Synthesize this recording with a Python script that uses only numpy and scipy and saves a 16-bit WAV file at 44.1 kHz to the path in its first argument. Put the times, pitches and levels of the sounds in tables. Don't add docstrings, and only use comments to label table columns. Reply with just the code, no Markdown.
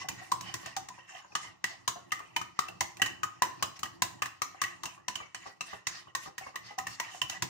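import sys
import numpy as np
from scipy import signal
from scipy.fft import rfft, irfft, next_fast_len
from scipy.io import wavfile
from scipy.ndimage import uniform_filter1d, minimum_filter1d

SR = 44100
rng = np.random.default_rng(int(sys.argv[2]) if len(sys.argv) > 2 else 0)


def unload_wav(signal):
    wavfile.write(
        sys.argv[1],
        SR,
        np.round(np.clip(np.atleast_2d(signal).T, -1, 1) * 32767).astype(np.int16),
    )


N = 330309


def from_db(db):
    return 10 ** (np.asarray(db) / 20)


def rms_one(x):
    return x / np.sqrt(np.mean(x ** 2) + 1e-20)


def at_hz(points, hz):
    table = np.array(points)
    return np.interp(np.log(hz), np.log(table[:, 0]), table[:, 1])


def shaped(x, spectrum):
    size = next_fast_len(x.shape[-1])
    hz = np.maximum(np.fft.rfftfreq(size, 1 / SR), 1)
    weighted = rfft(x, size) * from_db(at_hz(spectrum, hz))
    return rms_one(irfft(weighted, size)[..., :x.shape[-1]])


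def fade(x, tau_s):
    return signal.lfilter([1], [1, -np.exp(-1 / (tau_s * SR))], x + 1e-18)


def ring(clicks, hz, t60_s):
    radius = from_db(-60 / (t60_s * SR))
    angle = 2 * np.pi * hz / SR
    return signal.lfilter([0, np.sin(angle)], [1, -2 * radius * np.cos(angle), radius ** 2], clicks + 1e-18)


def train(start_s, level_db):
    clicks = np.zeros(N)
    places = np.minimum((np.asarray(start_s) * SR).astype(int), N - 1)
    clicks[places] = from_db(level_db)
    return clicks


def grit(per_s, spread_db):
    sizes = from_db(spread_db * np.minimum(rng.exponential(1, N), 4))
    signed = sizes * rng.choice([-1, 1], N)
    return rms_one(signed * (rng.random(N) < per_s / SR))


def wander(per_s):
    steps = rng.standard_normal(int(N / SR * per_s) + 2)
    return np.interp(np.arange(N) * per_s / SR, np.arange(len(steps)), steps)


def favour(hz, favoured_hz, most_db):
    db_per_octave2 = 181
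    return np.minimum(db_per_octave2 * np.log2(hz / favoured_hz) ** 2, most_db)


# start_s, strength_db, low_modes_db (relative), favoured_low_pitch_hz,
# middle_modes_db (relative), favoured_middle_pitch_hz
SPOON_BLOWS = [(.086, -36.5, -0.5, 970, 6.5, 2230), (.317, -34, 12, 1005, -8, 3200),
               (.409, -43.5, 3.5, 980, -14, 1660), (.54, -35.5, -6.5, 1060, -5, 1780),
               (.659, -45, 13.5, 670, 4.5, 1890), (.765, -34.5, 7.5, 774, -4, 3240),
               (.886, -45.5, 14, 917, 2.5, 1780), (1.352, -33, 7.5, 1057, 3, 1720),
               (1.641, -34, -1, 990, 8, 2070), (1.877, -29.5, 3, 1090, -14, 3000),
               (1.884, -46.5, 11, 1030, -14, 3070), (2.108, -73, 6, 1220, 18, 2820),
               (2.119, -34.5, 2.5, 1213, 7.5, 1960), (2.192, -54.5, 15, 1220, 6, 1830),
               (2.363, -34, 9.5, 884, 8.5, 2200), (2.414, -47, 9, 1227, 8.5, 1670),
               (2.59, -33, 7, 1274, -2, 2050), (2.684, -48, 5, 674, 4, 2680),
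               (2.807, -30.5, 7.5, 937, -1.5, 1990), (2.969, -52, -6, 1000, 2, 2380),
               (2.997, -59.5, 23, 820, 12, 1845), (3.018, -29, 1, 1250, 11.5, 1690),
               (3.06, -38.5, 2.5, 1120, 8, 1770), (3.232, -38, 7, 1140, 7, 1693),
               (3.42, -29, 9.5, 932, 7.5, 1900), (3.625, -31, 4.5, 1170, 5, 3400),
               (3.791, -46, -23, 1060, -19, 2330), (3.831, -37.5, 4, 1200, 4, 3200),
               (3.855, -52.5, -14, 1250, 12, 1830), (4.02, -26.5, -0.5, 955, -3.5, 1950),
               (4.22, -34.5, 4, 1210, 14.5, 1710), (4.257, -43, 0, 1060, 4.5, 1720),
               (4.418, -33.5, 2.5, 1240, 5, 2160), (4.616, -31.5, 3, 1170, -2.5, 1920),
               (4.638, -42, 5, 1230, 14, 2090), (4.834, -40, 9, 1020, -2.5, 2900),
               (4.855, -39, 4, 950, -1.5, 2830), (5.082, -35, 2.5, 980, 7, 1640),
               (5.155, -39, -2, 1070, -4, 3060), (5.346, -41.5, 1.5, 1060, 7.5, 1670),
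               (5.608, -39.5, 1.5, 1206, 3, 2460), (5.869, -29.5, -8, 1080, -3.5, 2160),
               (6.15, -34, -2, 1040, 1, 1750), (6.38, -41.5, -3, 1110, 6.5, 2070),
               (6.557, -44, 5.5, 1080, 12, 2090), (6.78, -55, 23, 804, -5, 1890),
               (6.785, -40.5, 11.5, 1100, 8.5, 2040), (6.868, -41.5, 6, 1180, 6, 1900),
               (6.999, -37.5, 15.5, 912, 9, 2060), (7.216, -35, 2.5, 1080, 3, 3100),
               (7.297, -37.5, -9, 805, -1, 1900), (7.422, -29.5, -8, 1060, -1.5, 2150)]
# pitch_hz, level_db (relative), t60_s, left_minus_right_db
BOWL_MODES = [(663, -9.5, 0.11, -18.5), (771, 3, 0.06, -5), (928, -4, 0.039, 1.5), (1010, 2, 0.087, 0.5),
              (1113, 7, 0.037, 2), (1233, 4, 0.057, 7.5), (1533, -2.5, 0.038, 14),
              (1733, 0.5, 0.023, -15.5), (1843, 4, 0.034, -3.5), (1919, 4, 0.04, -4),
              (2033, -2, 0.033, -16), (2160, -5, 0.02, 20), (2467, 4, 0.015, -16.5), (2719, 7.5, 0.032, 7),
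              (3004, 3.5, 0.025, -19.5), (3978, 5, 0.031, -13), (4050, -28, 0.016, 15),
              (5914, 3.5, 0.013, 28), (6765, 2.5, 0.04, -25), (8240, 4, 0.0092, -18.5)]


def bowl(rub, rub_hz):
    middle_from_hz, high_from_hz = 1400, 3400
    high_modes_db = -10
    start_s, strength_db, low_db, low_hz, middle_db, middle_hz = np.transpose(SPOON_BLOWS)
    scatter = rng.normal(0, 1, (len(start_s), len(BOWL_MODES)))
    chatter = grit(per_s=1500, spread_db=3)
    out = np.zeros((2, N))
    for k, (hz, mode_db, t60_s, pan_db) in enumerate(BOWL_MODES):
        if hz < middle_from_hz:
            group_db = low_db - favour(hz, low_hz, most_db=16.5)
            rub_db = -37.0
        elif hz < high_from_hz:
            group_db = middle_db - favour(hz, middle_hz, most_db=12)
            rub_db = -30.5 - favour(hz, rub_hz, most_db=7.0)
        else:
            group_db = high_modes_db
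            rub_db = -48
        blows = train(start_s, strength_db + group_db + mode_db - 3.0 + 2.27 * scatter[:, k])
        blows = blows + from_db(-26.5) * fade(blows, 0.0098) * chatter
        sliding = rub * from_db(rub_db) * from_db(mode_db + 3.6 * wander(per_s=22))
        broken = 0.74 + 0.68 * wander(per_s=120)
        ringing = broken * ring(blows + sliding, hz, t60_s)
        polarity = (-1) ** k
        out += polarity * ringing * from_db([[pan_db / 2], [-pan_db / 2]])
    return out


# (relative, per Hz)
CRACK_SPECTRUM = [(300, -10), (700, -12), (1500, 3.5), (3400, -0.5), (6200, 4.5), (8500, -1), (11000, -18),
                  (14000, -45), (16500, 2)]
# (relative, per Hz)
SPARKLE_SPECTRUM = [(7000, -39), (10000, -0.5), (13500, 4), (15500, 0.5), (17000, -14)]
# time_s, low_rumble_db, top_sparkle_db (relative to the blow)
SLOW_DRIFT = [(0.0, -59, -11.5), (.81, -60, -19.5), (1.2, -68.5, -32), (1.5, -64.5, -18), (3.09, -62, -14),
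              (4.61, -61.5, -14), (5.2, -68, -24), (5.9, -67, -23), (6.4, -66, -11), (7.49, -60.5, -17.5)]


def crack():
    start_s, strength_db = np.array(SPOON_BLOWS)[:, :2].T
    sparkle_db = np.interp(start_s, *np.array(SLOW_DRIFT)[:, [0, 2]].T)
    noise = rng.standard_normal(N) + 1.8 * rng.standard_normal((2, N))
    out = 0
    for level_db, spectrum in ((strength_db, CRACK_SPECTRUM), (strength_db + sparkle_db, SPARKLE_SPECTRUM)):
        clicks = train(start_s, level_db)
        burst = fade(clicks, 0.0022) - fade(clicks, 0.00084)
        chatter = fade(clicks, 0.013)
        envelope = from_db(10.0) * burst + from_db(2.5) * chatter
        out = out + envelope * shaped(noise, spectrum)
    return out


# middle_s, half_length_s, bowl_answer_db, favoured_pitch_hz,
# edge_hiss_db (relative to the answer)
GLAZE_STROKES = [(.01, 0.041, -43.5, 2000, -3), (0.11, 0.035, -53, 2400, -10.2),
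                 (0.235, 0.14, -50.5, 1880, 2.2), (0.473, .11, -51, 2970, .2), (.602, 0.16, -60, 1890, 4.5),
                 (.702, 0.11, -53, 1810, -2.5), (.986, 0.091, -55, 1880, -5), (1.134, 0.12, -53, 2730, 0),
                 (1.182, 0.11, -52, 1817, -24.5), (1.451, 0.1, -50.5, 2080, -2.5),
                 (1.7, 0.08, -52.5, 2060, 1.5), (2.3, 0.22, -62, 2320, -12), (2.626, 0.087, -52, 1900, -13),
                 (3.485, 0.19, -63, 1880, -10), (3.769, 0.016, -55, 1950, 3), (4.654, 0.15, -51, 1970, -17),
                 (4.902, 0.12, -55, 2550, -12.5), (5.198, .12, -51, 2360, -16.5),
                 (5.461, 0.1, -50.5, 1950, -3.5), (5.725, 0.1, -51.5, 1877, 2),
                 (5.959, 0.094, -52, 1880, 1.5), (6.084, 0.04, -58, 2180, -30),
                 (6.241, 0.062, -55.5, 2040, 4.5), (6.452, 0.083, -52.5, 2190, -1),
                 (6.689, 0.081, -52, 2010, 3), (6.91, 0.065, -57, 2120, 9.5), (7.047, 0.14, -52, 1880, -12),
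                 (7.139, 0.094, -57, 2720, 9), (7.335, 0.06, -44.5, 1970, -2.5)]


def each_stroke():
    muffled_below_db, sink_octaves_per_db = -8, .025
    t = np.arange(N) / SR
    for middle_s, half_s, answer_db, hz, hiss_db in GLAZE_STROKES:
        span = slice(max(int((middle_s - half_s) * SR), 0), int((middle_s + half_s) * SR))
        along = (t[span] - middle_s) / half_s
        swell = np.cos(np.pi / 2 * along) ** 2
        sink_octaves = sink_octaves_per_db * max(muffled_below_db - hiss_db, 0)
        glide_hz = hz * 2 ** (-sink_octaves * np.clip(along, -.5, .5))
        yield span, swell, glide_hz, answer_db, hiss_db


def strokes():
    resting_db = -65.5
    answer = np.full(N, from_db(resting_db))
    hiss = np.full(N, from_db(resting_db - 3))
    pitch_hz = np.full(N, 1900.)
    for span, swell, glide_hz, answer_db, hiss_db in each_stroke():
        leads = from_db(answer_db) * swell > answer[span] / 2
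        pitch_hz[span] = np.where(leads, glide_hz, pitch_hz[span])
        answer[span] += from_db(answer_db) * swell
        hiss[span] += from_db(answer_db + hiss_db) * swell
    return answer, pitch_hz, hiss


# (relative, per Hz)
SWISH_SPECTRUM = [(900, -10), (2000, -1), (3500, -6), (5500, 1), (7000, -5), (9500, -13.5), (16500, -25)]


def swish(level):
    rough_edge = grit(per_s=9000, spread_db=5.0) + 2.2 * rng.standard_normal((2, N))
    edge = shaped(rough_edge, SWISH_SPECTRUM)
    out = 0
    for low_hz in 1000 * 2 ** np.arange(0, 4, 1 / 3):
        band = signal.butter(1, [low_hz, low_hz * 2 ** (1 / 3)], "band", fs=SR, output="sos")
        patch = from_db(8.6 * wander(per_s=21))
        out = out + patch * signal.sosfilt(band, edge)
    return level * rms_one(out)


def gurgle():
    gurgle_db = -0.5
    out = np.zeros(N)
    rough = wander(per_s=90)
    for span, swell, glide_hz, answer_db, _ in each_stroke():
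        tone = np.sin(2 * np.pi * np.cumsum(glide_hz) / SR)
        out[span] += from_db(answer_db + gurgle_db) * swell * rough[span] * tone
    return out


# start_s, level_db (of the envelope before its swell), pitch_hz (at the start)
AIR_POCKETS = [(0.044, -37, 747), (0.215, -40.5, 727), (0.631, -42, 1150), (0.979, -42, 966),
               (1.246, -43.5, 990), (1.302, -49, 815), (1.32, -39.5, 2520), (1.444, -44, 980),
               (1.958, -36.5, 690), (2.202, -35.5, 1160), (2.684, -36.5, 2610), (3.596, -44, 2470),
               (4.545, -46, 750), (4.977, -42, 1110), (5.201, -35.5, 1164), (5.456, -41, 765),
               (5.461, -37.5, 1136), (5.729, -35, 1150), (5.734, -40, 757), (6.07, -41, 1090),
               (6.257, -37.5, 1173), (6.274, -39.5, 750), (6.41, -41, 745), (6.464, -35.5, 1090),
               (6.542, -39.5, 1170), (6.706, -38.5, 807), (7.146, -38, 715)]
# (relative, per Hz)
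SLOSH_SPECTRUM = [(250, -13), (600, -7.5), (900, -12), (1400, -9), (3000, -44)]


def plops():
    cycles_to_60_db_down = 69
    rise_per_s = 2.25
    out = np.zeros(N + SR // 5)
    t = np.arange(SR // 5) / SR
    for start_s, level_db, hz in AIR_POCKETS:
        start = int(start_s * SR)
        envelope = (1 - np.exp(-t / 0.00087)) * from_db(level_db - 60 * t * hz / cycles_to_60_db_down)
        cycles = hz * (t + rise_per_s * t ** 2 / 2)
        out[start:start + len(t)] += envelope * np.sin(2 * np.pi * cycles)
    clicks = train(*np.array(AIR_POCKETS)[:, :2].T)
    wash = fade(clicks, 0.016) - fade(clicks, 0.0016)
    slosh = shaped(grit(per_s=700, spread_db=2.0), SLOSH_SPECTRUM)
    return out[:N] + from_db(-7.0) * wash * slosh


# pitch_hz, t60_s
KITCHEN_DECAY = [(200, 0.46), (1000, 0.34), (4000, 0.38), (12000, 0.26)]


def kitchen(x):
    t = np.arange(int(.5 * SR)) / SR
    echoes = 0
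    for low_hz in 130 * 2. ** np.arange(7):
        band = signal.butter(2, [low_hz, 2 * low_hz], "band", fs=SR, output="sos")
        t60_s = at_hz(KITCHEN_DECAY, low_hz * np.sqrt(2))
        envelope = (1 - np.exp(-t / 0.0032)) * from_db(-60 * t / t60_s)
        echoes = echoes + envelope * signal.sosfilt(band, rng.standard_normal((2, len(t))))
    echoes = echoes / np.sqrt(np.sum(echoes ** 2, axis=1, keepdims=True))
    return signal.fftconvolve(x[None], echoes, axes=1)[:, :N]


# (relative, per Hz)
RUMBLE_SPECTRUM = [(18, -54), (30, -19), (100, -2.5), (124, 2), (152, -9.5), (186, 0), (231, -18.5),
                   (271, -2), (301, -14.5), (339, 2.5), (397, -17), (436, -7), (490, -16.5), (700, -13),
                   (910, -11.5), (1540, -120)]


def hob():
    start_s, strength_db = np.array(SPOON_BLOWS)[:, :2].T
    pushes = train(start_s, 0.72 * (strength_db + 37.5))
    swell = 1.264 + 3.4 * (fade(pushes, 0.029) - fade(pushes, 0.0019))
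    drift_db = np.interp(np.arange(N) / SR, *np.array(SLOW_DRIFT)[:, :2].T)
    rumble_db = drift_db + 3.13 * wander(per_s=12)
    noise = rng.standard_normal(N) + 0.32 * rng.standard_normal((2, N))
    port_gains = from_db([[-1], [1]])
    return swell * from_db(rumble_db) * shaped(noise, RUMBLE_SPECTRUM) * port_gains


# (relative, per Hz)
AIR_SPECTRUM = [(290, -49), (500, -49), (1050, 25), (1380, 17), (1900, -33), (2260, 0), (6510, -4),
                (15100, -49), (16000, -17)]


def background():
    return from_db(-66.5) * shaped(rng.standard_normal((2, N)), AIR_SPECTRUM)


def scene():
    port_lag = 50
    answer, rub_hz, hiss = strokes()
    rub = answer * grit(per_s=5000, spread_db=4.0)
    near = bowl(rub, rub_hz) + crack() + swish(hiss) + gurgle() + plops()
    sway = 1.59 * wander(per_s=25)
    mono = near.mean(axis=0)
    echoes = kitchen(mono * np.cos(sway)) + kitchen(mono * np.sin(sway))
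    dry = near + from_db(-9) * echoes + hob() + background()
    dry[1] = np.roll(dry[1], port_lag)
    return dry


def suppressor(x):
    threshold_db, release_db_per_s = -38.0, 110
    power = uniform_filter1d(np.mean(x ** 2, axis=0), size=220)
    level_db = 10 * np.log10(power + 1e-12)
    slope_db = release_db_per_s * np.arange(N) / SR
    held_db = np.maximum.accumulate(level_db + slope_db) - slope_db
    closing_db = 0.39 * np.minimum(held_db - threshold_db, 0)
    coming_db = -minimum_filter1d(-level_db, size=661, origin=-330)
    duck_db = -.3 * np.maximum(coming_db - level_db - 30.0, 0)
    return x * from_db(uniform_filter1d(closing_db + duck_db, size=44))


def record(dry):
    dull = signal.butter(3, 8800, fs=SR, output="sos")
    left = signal.sosfilt(dull, dry[0])
    b, a = signal.iirpeak(15250, 25, fs=SR)
    right = dry[1] + from_db(8.5) * signal.lfilter(b, a, dry[1])
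    gated = suppressor(np.array([left, right]))
    bass_cut = signal.butter(2, 70, "high", fs=SR, output="sos")
    top_cut = signal.cheby2(12, 60, 16400, fs=SR, output="sos")
    return signal.sosfilt(top_cut, signal.sosfilt(bass_cut, gated))


dry = scene()
out = record(dry)
unload_wav(out)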